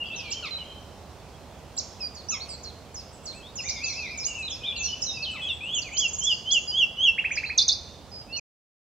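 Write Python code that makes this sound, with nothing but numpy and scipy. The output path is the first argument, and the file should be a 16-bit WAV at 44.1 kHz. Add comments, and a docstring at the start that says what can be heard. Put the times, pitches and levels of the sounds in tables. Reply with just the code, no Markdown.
"""Dense scrub with open air beyond: close to the microphones a nightingale swells through a row of arched
whistles, rattles a short trill, ends on two sharp chips and just begins another whistle.
Farther off a chiffchaff repeats its hooked notes and other songbirds flute, twitter, tick and buzz.
Every voice is a gliding tone; decaying stereo noise scatters it into a soft tail, like twigs and leaves.
Filtered noise makes the low outdoor rush below; then all sound cuts off."""
import sys
import numpy as np
from scipy import signal
from scipy.fft import rfft, irfft, next_fast_len
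from scipy.io import wavfile
from scipy.ndimage import uniform_filter1d, map_coordinates

SR = 44100
rng = np.random.default_rng(int(sys.argv[2]) if len(sys.argv) > 2 else 0)


def unload_audio(sound):
    """Save the sound as a 16-bit wav file, at the path given as the first command line argument."""
    columns = np.transpose(np.atleast_2d(sound))
    # keep every value between -1 and 1, then stretch to whole-number steps
    steps = np.round(np.clip(columns, -1, 1) * 32767)
    wavfile.write(sys.argv[1], SR, steps.astype(np.int16))


N = 389403
END_S, CUTOFF_HZ = 8.398, 15650

# Note levels hold at the bird, before perch() sets each one's place.

# outdoor rush, spectrum before scaling: (frequency [Hz], density [dB per Hz])
RUSH = [(25, -16.5), (50, 2), (79, 9.5), (101, 2), (200, -0.6), (330, -5.5), (580, -3.5), (830, -6),
        (1750, -18.5), (5430, -22), (7700, -25.5), (10000, -31), (15500, -35.5)]
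RUSH_DB = -45
# likeness of the rush at the two microphones: (frequency [Hz], likeness [0-1])
RUSH_LIKENESS = [(900, 0.9), (3000, 0.7), (10000, 0)]
# the rush lies to the right, its top hiss in the middle: (frequency [Hz], left minus right [dB])
RUSH_PAN = [(900, -4), (2400, -3), (13000, 0)]
# ringing of the scrub: (frequency [Hz], time to fall 60 dB [s])
SCRUB_T60 = [(3000, 1), (5000, 0.8), (9000, 0.6)]
THIN_LEAD_US = -62  # the high voices reach the right microphone first

# mellow, undulating notes: (time [s], length [s], middle pitch [Hz], level [dB])
WARBLES = [(0, 0.045, 2744, -33.5), (.1, 0.048, 2625, -35), (.16, .07, 2620, -42),
           (.238, 0.073, 2375, -43.5), (4.265, 0.12, 2800, -39), (4.375, 0.073, 2554, -38),
           (4.61, 0.13, 2425, -43), (4.745, 0.13, 2694, -36.5), (5.135, .11, 2594, -39.5),
           (5.27, 0.21, 2595, -42.5)]
# a mellow phrase that winds on without a break: (time [s], pitch [Hz], level [dB])
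WINDING_PHRASE = [(3.64, 1950, -47), (3.675, 2520, -39), (3.695, 2050, -44), (3.72, 2420, -42),
                  (3.79, 2080, -46), (3.835, 2600, -36), (3.885, 2620, -36), (3.92, 2050, -48),
                  (3.98, 2680, -39), (4.045, 2400, -36), (4.09, 1950, -44), (4.105, 2520, -41),
                  (4.15, 2260, -41), (4.24, 2450, -48)]
UNDULATION, UNDULATION_HZ = .025, 12  # share of the pitch, typical swings a second

# bouts of far chatter: (from [s], to [s], lowest pitch [Hz], highest pitch [Hz], level [dB])
CHATTER = [(0, .3, 2700, 5000, -49.5), (3.65, 4.1, 3303, 6400, -48.5), (.4, 8.4, 2300, 6500, -67)]
CHIRPS_PER_S = 55

# six bends of a clear note: (first, last pitch as a factor of the middle one)
HOLD, SLUR, DROOP = (1.012, .99), (1.1, 1.0), (1.05, .8)
ARCH, RISE, FLICK = (.82, .94), (.86, 1.1), (1.22, .82)
# downward flicks: (time [s], level [dB])
FLICKS = [(.056, -32), (.084, -35), (.156, -37), (.191, -38), (4.722, -34), (4.762, -35)]
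FLICK_S, FLICK_HZ = .008, 2950
# the other clear notes, one table a bend: (time [s], length [s], middle pitch [Hz], level [dB])
HOLDS = [(.507, .075, 4030, -36), (.64, .16, 3130, -50), (4.425, .056, 4000, -38),
         (4.88, 0.07, 2972, -34.5), (5.415, 0.059, 3356, -35.5), (6.31, 0.047, 4960, -34.5),
         (6.675, .045, 4860, -32), (8.115, .11, 4960, -44), (8.325, .05, 4336, -37)]
ARCHES = [(.308, 0.1, 3150, -39), (2.4, 0.047, 4390, -40), (3.325, .1, 2650, -54),
          (3.838, 0.0177, 4910, -31), (4.503, 0.036, 3484, -35.5)]
SLURS = [(.58, 0.058, 2930, -41.5), (1.995, 0.063, 2490, -49), (2.005, 0.072, 4826, -35.5),
         (2.315, .045, 5460, -35.5), (2.485, 0.052, 7650, -45.5), (4.672, 0.051, 3470, -30.5),
         (5.02, 0.014, 5330, -27.5), (5.062, 0.073, 3777, -35.5), (5.25, 0.065, 3003, -33.5),
         (5.485, 0.055, 3466, -32.5)]
RISES = [(2.285, 0.037, 6270, -30.5), (3.42, .085, 3550, -51), (4.632, 0.045, 3400, -33.5),
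         (5.605, .11, 2756, -37), (5.912, 0.04, 2500, -41)]
DROOPS = [(3.585, 0.026, 2754, -36), (4.474, 0.017, 3650, -33), (5.034, .012, 5670, -31.5),
          (5.84, 0.057, 2445, -42.5)]
# clear notes above this sound thin, the rest mellow, among them soft rises into two whistles
THIN_ABOVE_HZ = 3730

# fluttering buzzes: (time [s], length [s], middle pitch [Hz], level [dB], share of the pitch lost)
BUZZES = [(0.16, 0.056, 5500, -43, 0.27), (.455, .03, 4300, -42, .5), (2.49, 0.065, 4610, -43.5, 0.14),
          (4.762, .022, 4250, -39, .1), (4.842, 0.025, 5890, -30, 0.022), (5.224, 0.033, 4230, -35, 0.25),
          (5.745, 0.055, 6500, -35.5, 0.14), (5.818, .018, 4600, -38, .2), (7.318, 0.041, 6550, -44, .03),
          (7.355, .028, 4900, -38, 0.28), (7.458, .045, 4360, -41.5, -0.047)]
# a run of short, evenly spaced buzzes that grow louder
STUTTER_START_S, STUTTER_BEAT_S, STUTTER_NOTE_S = 6.08, .0525, .022
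STUTTER_HZ, STUTTER_SINK = 6630, .1
STUTTER_FIRST_DB, STUTTER_LAST_DB = -37.5, -29.5

# ticks: (time [s], pitch factor, level [dB])
TICKS = [(.302, 1.0, -35), (1.765, 1.0, -32.5), (3.676, .95, -33.5)]
# strokes of a tick, a thin high lead-in, its plunge and a hook below: (time into the call [s],
# length [s], first pitch [Hz], middle pitch [Hz], last pitch [Hz], relative level [dB])
TICK_STROKES = [(0, .024, 7350, 7200, 6900, -6.5), (.017, .021, 7100, 5900, 3500, 2),
                (.009, .02, 3500, 5400, 4600, 0)]

# churrs: (time [s], pitch factor, level [dB])
CHURRS = [(0.424, 1.064, -41), (2.311, 1.014, -42.5), (5.335, 1.0, -46)]
# course of one churr: (time [s], fundamental [Hz], relative level [dB])
CHURR_SHAPE = [(0, 1419, -4.5), (.025, 1217, 5), (.045, 1050, -1.5), (.065, 963, -8.5)]

# chiffchaff notes: (time [s], pitch of the shelf [Hz], level [dB])
CHIFFCHAFF = [(2.148, 4420, -47.5), (2.633, 4230, -44.5), (2.943, 5110, -42.5), (3.255, 4255, -41),
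              (3.555, 5150, -39), (3.87, 4215, -40.5), (4.175, 5130, -37.5), (4.499, 5154, -40.5),
              (4.824, 4240, -40.5)]

# runs of a tiny bird's very high peeps: (from [s], to [s])
PEEP_RUNS = [(3.12, 3.34), (4.27, 4.4), (5.3, 5.75)]
PEEP_BEAT_S, PEEP_S, PEEP_HZ, PEEP_DB = .108, 0.034, 7950, -54
# bend of a peep: (first, last pitch as a factor of the middle one)
PEEP_BEND = (0.92, 0.82)

# thin falling lisps: (time [s], pitch factor, level [dB])
LISPS = [(3.62, 0.96, -38.5), (3.832, 0.94, -36.5), (4.77, 0.97, -37.5), (5.01, 0.95, -36),
         (5.925, 0.98, -39), (6.19, 0.88, -40)]
# course of one lisp: (time [s], pitch [Hz], relative level [dB])
LISP_SHAPE = [(0, 7320, -6.5), (.035, 6507, 0.5), (.09, 5750, -5.5), (.16, 4970, -6.5)]

# upsweeps: (time [s], pitch factor, level [dB])
UPSWEEPS = [(4.24, 1.025, -32.5), (5.968, 1.003, -29), (6.506, 1.02, -29.5), (8.355, 0.96, -42)]
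# course of one upsweep: (time [s], pitch [Hz], relative level [dB])
UPSWEEP_SHAPE = [(0, 3784, -6.5), (.008, 5230, -2.5), (.016, 6260, 3), (.027, 6550, 5), (.042, 7190, -11.5)]

# the nightingale's row of whistles: (time of the pitch crest [s], pitch factor)
WHISTLES = [(5.467, 1), (5.742, 1.03), (6.012, 1.01), (6.279, 1.04), (6.527, 1.02), (6.789, 1.012),
            (7.044, 1.0)]
# course of one whistle: (time from the pitch crest [s], pitch [Hz], relative level [dB])
WHISTLE_SHAPE = [(-.09, 2880, -36.5), (-.053, 2983, -11.5), (-.02, 3211, -7.5), (0, 3370, -0.5),
                 (.02, 3022, -4), (.04, 2780, 1.5), (.055, 2668, -2.5), (.064, 2707, -21.5)]
FIRST_WHISTLE_DB, LAST_WHISTLE_DB = -31.5, -17
# a new row just begins: (time of the pitch crest [s], pitch factor, level [dB])
NEXT_WHISTLE = (8.357, 0.88, -35.5)
# trill notes on a strict beat: (pitch factor, level [dB])
TRILL = [(1.07, -26), (1.01, -26.5), (0.96, -30.5), (1.0, -28), (1.0, -31.5), (0.97, -31.5)]
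# course of one trill note: (time [s], pitch [Hz], relative level [dB])
TRILL_SHAPE = [(0, 1400, -19), (.005, 1900, -5), (.012, 2430, 5), (.023, 2660, 2), (.035, 2640, -16)]
TRILL_START_S, TRILL_BEAT_S = 7.177, .0631
# closing chips: (time [s], pitch factor, level [dB])
CHIPS = [(7.576, 1.0, -15.5), (7.679, 1.015, -17.5)]
# strokes of a chip from the two sides of the syrinx, a hook, a plunge, a low bowl and a rise:
# (time into the call [s], length [s], first pitch [Hz], middle pitch [Hz], last pitch [Hz],
# relative level [dB])
CHIP_STROKES = [(0, .013, 6450, 6100, 4700, 0), (.009, .013, 5200, 4350, 3900, -1.5),
                (.005, .027, 4100, 3500, 4000, -2.5), (.034, .021, 3800, 4500, 5250, -4.5)]


def from_db(db):
    """Decibels to amplitude gain."""
    return 10 ** (np.asarray(db) / 20)


def rms_one(x):
    """Scale to rms 1."""
    return x / np.sqrt(np.mean(x ** 2) + 1e-20)


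def at_hz(points, hz):
    """Read a table on a log-frequency axis."""
    table_hz, values = np.array(points).T
    return np.interp(np.log(hz + 1e-9), np.log(table_hz), values)


def drift(rate, size):
    """Smooth random wander about 0, with rate new random points a second."""
    at = np.arange(size) * rate / SR
    points = rng.standard_normal(size // 20 + 8)
    return map_coordinates(points, [at], order=3, mode="mirror")


def add(track, s, note):
    """Mix a note into a track at time s."""
    at = max(round(s * SR), 0)
    track[at:at + len(note)] += note[:N - at]


def crescendo(first_db, last_db, count):
    """Levels in dB of notes whose amplitude grows in equal steps."""
    return 20 * np.log10(np.linspace(from_db(first_db), from_db(last_db), count))


def bent(notes, bend):
    """Give notes of one kind their first, middle and last pitch."""
    first, last = bend
    return [(s, length, first * hz, hz, last * hz, db) for s, length, hz, db in notes]


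def stroked(calls, strokes):
    """Spell out each call as its quick, partly overlapping strokes."""
    notes = []
    for s, factor, db in calls:
        for lag, length, *hz, stroke_db in strokes:
            notes.append((s + lag, length, *(factor * np.array(hz)), db + stroke_db))
    return notes


def syrinx(hz, level_db, waver=0.01, second_db=-46, third_db=-48, edge_s=0.00082, beak_hz=11500):
    """A tone of slightly unsteady pitch with soft ends; its two overtones fade above the beak's range."""
    n = len(hz)
    phase = 2 * np.pi * np.cumsum(hz * (1 + waver * drift(300.7, size=n))) / SR
    from_nearer_end = np.minimum(np.arange(n), np.arange(n)[::-1])
    ends = np.clip(from_nearer_end / (edge_s * SR), 0, 1)
    tone = np.sin(phase)
    for k, db in enumerate((second_db, third_db), 2):
        tone = tone + from_db(db) * np.sin(k * phase) / (1 + (k * hz / beak_hz) ** 8)
    return np.sqrt(2) * from_db(level_db) * np.sin(ends * np.pi / 2) ** 2 * tone


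def repeated(shape, notes, **voice):
    """One note shape sung again and again, each time at its own pitch and strength."""
    s, hz, db = np.transpose(shape)
    t, out = np.arange(s[0], s[-1], 1 / SR), np.zeros(N)
    pitch = uniform_filter1d(np.interp(t, s, hz), size=len(t) // 14, mode="nearest")
    for start, factor, level_db in notes:
        add(out, start + s[0], syrinx(factor * pitch, level_db + np.interp(t, s, db), **voice))
    return out


def glides(notes, flutter=0, flutter_hz=100, taper_db=8, **voice):
    """Each note bends through three pitches and swells in the middle; a fast flutter makes it buzz."""
    out = np.zeros(N)
    for start, length, first, middle, last, level_db in notes:
        t = np.arange(0, length, 1 / SR)
        u = 2 * t / length - 1  # -1 to 1 along the note
        hz = middle + (last - first) / 2 * u + ((first + last) / 2 - middle) * u ** 2
        shake = flutter * np.sin(2 * np.pi * flutter_hz * rng.uniform(.85, 1.15) * t)
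        add(out, start, syrinx(hz * (1 + shake), level_db - taper_db * u ** 2, **voice))
    return out


def scrub(near_db, near_s=0.022, alike=0.62):
    """Stereo echo of the thicket: a quick scatter from near twigs, then a long tail from the trees."""
    t, out = np.arange(SR) / SR, 0
    edges = np.geomspace(900, 14000, num=8)
    alike = np.clip(alike, 0, 1)
    for low, high in zip(edges, edges[1:]):
        band = signal.butter(2, [low, high], "band", fs=SR, output="sos")
        mid, side = signal.sosfilt(band, rng.standard_normal((2, SR)))
        tail = from_db(-60 * t / at_hz(SCRUB_T60, np.sqrt(low * high)))
        scatter = from_db(near_db) * np.exp(-t / near_s)
        both = np.sqrt(1 + alike) * mid + np.sqrt(1 - alike) * side * [[1], [-1]]
        out = out + (tail + scatter) * both
    out = out * (1 - np.exp(-(t / 0.002) ** 2))  # the echo sets in softly
    band_share = (edges[-1] - edges[0]) / (SR / 2)
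    return rms_one(out) / np.sqrt(SR) * np.sqrt(band_share)


def perch(song, echo, wet_db, level_db=0, pan_db=0, lead_us=0):
    """Place a bird: its direct sound reaches the left microphone lead_us earlier; the thicket answers."""
    size = next_fast_len(N + SR)
    spectrum, hz = rfft(song, size), np.fft.rfftfreq(size, 1 / SR)
    sides = np.array([[1], [-1]]) / 2
    direct = np.exp(2j * np.pi * hz * sides * lead_us / 10 ** 6)
    paths = direct + from_db(wet_db) * rfft(echo, size)
    return from_db(level_db + pan_db * sides) * irfft(spectrum * paths, size)[:, :N]


def rush(lull_db_per_s=0.29, swell_db=2.0, swell_s=5, swell_width_s=1.5):
    """Noise as a distant rumble that swells once and air in the leaves that calms; wider in the treble."""
    size = next_fast_len(N)
    hz, t = np.fft.rfftfreq(size, 1 / SR), np.arange(N) / SR
    sides = np.array([[1], [-1]])
    mid, side = rfft(rng.standard_normal((2, size)))
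    alike = np.clip(at_hz(RUSH_LIKENESS, hz), 0, 1)
    both = np.sqrt(1 + alike) * mid + np.sqrt(1 - alike) * side * sides
    colour = from_db(at_hz(RUSH, hz) + at_hz(RUSH_PAN, hz) * sides / 2)
    noise = rms_one(irfft(both * colour, size)[:, :N])
    rumble = signal.sosfiltfilt(signal.butter(2, 220, fs=SR, output="sos"), noise)
    leaves = (noise - rumble) * from_db(-lull_db_per_s * (t - t[-1] / 4))
    swell = from_db(swell_db * (np.exp(-((t - swell_s) / swell_width_s) ** 2) - .5))
    return (rumble * swell + leaves) * from_db(RUSH_DB)


def warbling():
    """Mellow low notes, their pitch undulating, and one unbroken winding phrase."""
    s, hz, db = np.transpose(WINDING_PHRASE)
    t = np.arange(s[0], s[-1], 1 / SR)
    pitch = uniform_filter1d(np.interp(t, s, hz), size=SR // 70, mode="nearest")
    out = glides(bent(WARBLES, HOLD), flutter=UNDULATION, flutter_hz=UNDULATION_HZ,
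                 taper_db=4, edge_s=.005)
    add(out, s[0], syrinx(pitch, np.interp(t, s, db)))
    return out


def far_chatter(chirp_s=.018):
    """Faint chirps of random pitch, bend and length (one to three chirp_s) from birds far away."""
    notes = []
    for first, last, low_hz, high_hz, level_db in CHATTER:
        starts = np.arange(first, last, 1 / CHIRPS_PER_S)
        chances = rng.random((len(starts), 5))
        for s, (late, long, pitch, bend, hook) in zip(starts, chances):
            hz = low_hz * (high_hz / low_hz) ** pitch
            first_hz, last_hz = hz * (1 + (bend - .5) / 2), hz * (1 + (hook - .5) / 2)
            start = s + late / CHIRPS_PER_S / 2
            notes.append((start, chirp_s * (1 + 2 * long), first_hz, hz, last_hz, level_db))
    return glides(notes)


def clear_notes():
    """Clear gliding notes, split by middle pitch into mellow fluting and thin twitter."""
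    flicks = [(s, FLICK_S, FLICK_HZ, db) for s, db in FLICKS]
    kinds = [(HOLDS, HOLD), (SLURS, SLUR), (DROOPS, DROOP), (ARCHES, ARCH), (RISES, RISE), (flicks, FLICK)]
    notes = np.array([note for kind, bend in kinds for note in bent(kind, bend)])
    thin = notes[:, 3] > THIN_ABOVE_HZ
    fluting = glides(notes[~thin], taper_db=3, edge_s=0.005)
    twitter = glides(notes[thin], taper_db=6, edge_s=0.003)
    return fluting, twitter


def buzzing():
    """Notes whose pitch flutters too fast to follow, single and in a stuttering run."""
    swell = crescendo(STUTTER_FIRST_DB, STUTTER_LAST_DB, count=4)
    stutter = [(STUTTER_START_S + k * STUTTER_BEAT_S, STUTTER_NOTE_S, STUTTER_HZ, db, STUTTER_SINK)
               for k, db in enumerate(swell)]
    notes = [(s, length, hz * (1 + sink / 2), hz, hz * (1 - sink / 2), db)
             for s, length, hz, db, sink in BUZZES + stutter]
    return glides(notes, flutter=0.04, flutter_hz=132.0, taper_db=1.0, waver=0.032)


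def ticks():
    """Quick overlapping strokes: a high lead-in, a plunge and a hook below it."""
    return glides(stroked(TICKS, TICK_STROKES), taper_db=5.5, waver=0.018, edge_s=0.0031)


def churrs():
    """Low sinking notes whose two overtones outweigh the fundamental."""
    return repeated(CHURR_SHAPE, CHURRS, waver=0.026, second_db=8.0, third_db=1.5)


def chiffchaff(top_hz=7000, high_plunge_s=.018, low_plunge_s=.011, droop_per_s=15, droop_db_per_s=850):
    """Each note plunges from the top, faster if it has farther to go, rests on a shelf and droops away."""
    t, out = np.arange(0, .088, 1 / SR), np.zeros(N)
    late = np.maximum(t - .056, 0)  # time since the shelf ended
    for start, shelf_hz, level_db in CHIFFCHAFF:
        plunge_s = at_hz([(4250, low_plunge_s), (5150, high_plunge_s)], shelf_hz)
        plunge = np.exp(-(t / plunge_s) ** 2)
        hz = (shelf_hz + (top_hz - shelf_hz) * plunge) * np.exp(-droop_per_s * late)
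        add(out, start, syrinx(hz, level_db - 3 * plunge ** 2 - droop_db_per_s * late - 60 * t))
    return out


def peeping():
    """Evenly paced runs of faint, high peeps whose pitch arches."""
    notes = [(s, PEEP_S, PEEP_HZ, PEEP_DB)
             for first, last in PEEP_RUNS for s in np.arange(first, last, PEEP_BEAT_S)]
    return glides(bent(notes, PEEP_BEND))


def lisps():
    """Thin high notes that sink steadily."""
    return repeated(LISP_SHAPE, LISPS)


def upsweeps():
    """Rising notes; under the top of each the other side of the syrinx adds a lower tone."""
    undertones = glides([(s + 0.018, .032, 5250, 4900, 5300, db - 8) for s, factor, db in UPSWEEPS])
    return repeated(UPSWEEP_SHAPE, UPSWEEPS, waver=0.018) + undertones


def around():
    """The fainter voices in the scrub, each group with its own level, side and share of echo."""
    fluting, twitter = clear_notes()
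    sharp = upsweeps() + ticks() + buzzing()
    faint = lisps() + far_chatter() + peeping()
    echo, short_echo = scrub(near_db=7.5), scrub(near_db=15)
    high = dict(lead_us=THIN_LEAD_US)
    return (perch(fluting, echo, level_db=0.8, wet_db=-3.5)
            + perch(warbling(), echo, wet_db=-1.5)
            + perch(churrs(), echo, level_db=-6.5, wet_db=-2.0)
            + perch(twitter, short_echo, level_db=3.0, wet_db=-4.5, pan_db=-4.5, **high)
            + perch(sharp, echo, level_db=3.0, wet_db=-5.0, pan_db=-4.5, **high)
            + perch(faint, echo, level_db=-1.5, wet_db=3.5, pan_db=-2.5, **high)
            + perch(chiffchaff(), echo, level_db=4.0, wet_db=-3.0, pan_db=-3.5, **high))


def whistles():
    """Arched whistles that swell in equal steps of amplitude, then the start of a new row."""
    swell = crescendo(FIRST_WHISTLE_DB, LAST_WHISTLE_DB, count=len(WHISTLES))
    row = [(s, factor, db) for (s, factor), db in zip(WHISTLES, swell)]
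    return repeated(WHISTLE_SHAPE, row + [NEXT_WHISTLE], waver=0.0028, second_db=-24.5)


def trill():
    """A rattle of short rising notes on a strict beat."""
    notes = [(TRILL_START_S + k * TRILL_BEAT_S, *note) for k, note in enumerate(TRILL)]
    return repeated(TRILL_SHAPE, notes)


def chips():
    """Sharp calls in which both sides of the syrinx sound overlapping strokes."""
    strokes = stroked(CHIPS, CHIP_STROKES)
    return glides(strokes, taper_db=6.0, waver=0.006, second_db=-36.0, edge_s=0.0026)


def nightingale():
    """The near singer, a little to the right, with a strong early scatter from the twigs."""
    echo = scrub(near_db=16.5)
    return perch(whistles() + trill() + chips(), echo, wet_db=-5, pan_db=-2.6)


def scene():
    """All the birds over the outdoor rush."""
    return rush() + around() + nightingale()


def record(dry):
    """The sound stops abruptly; a steep low-pass cuts the top."""
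    running = np.clip((END_S - np.arange(N) / SR) / .004, 0, 1)
    low_pass = signal.ellip(10, .1, 90, CUTOFF_HZ, fs=SR, output="sos")
    return signal.sosfilt(low_pass, dry * running)


dry = scene()
out = record(dry)
unload_audio(out)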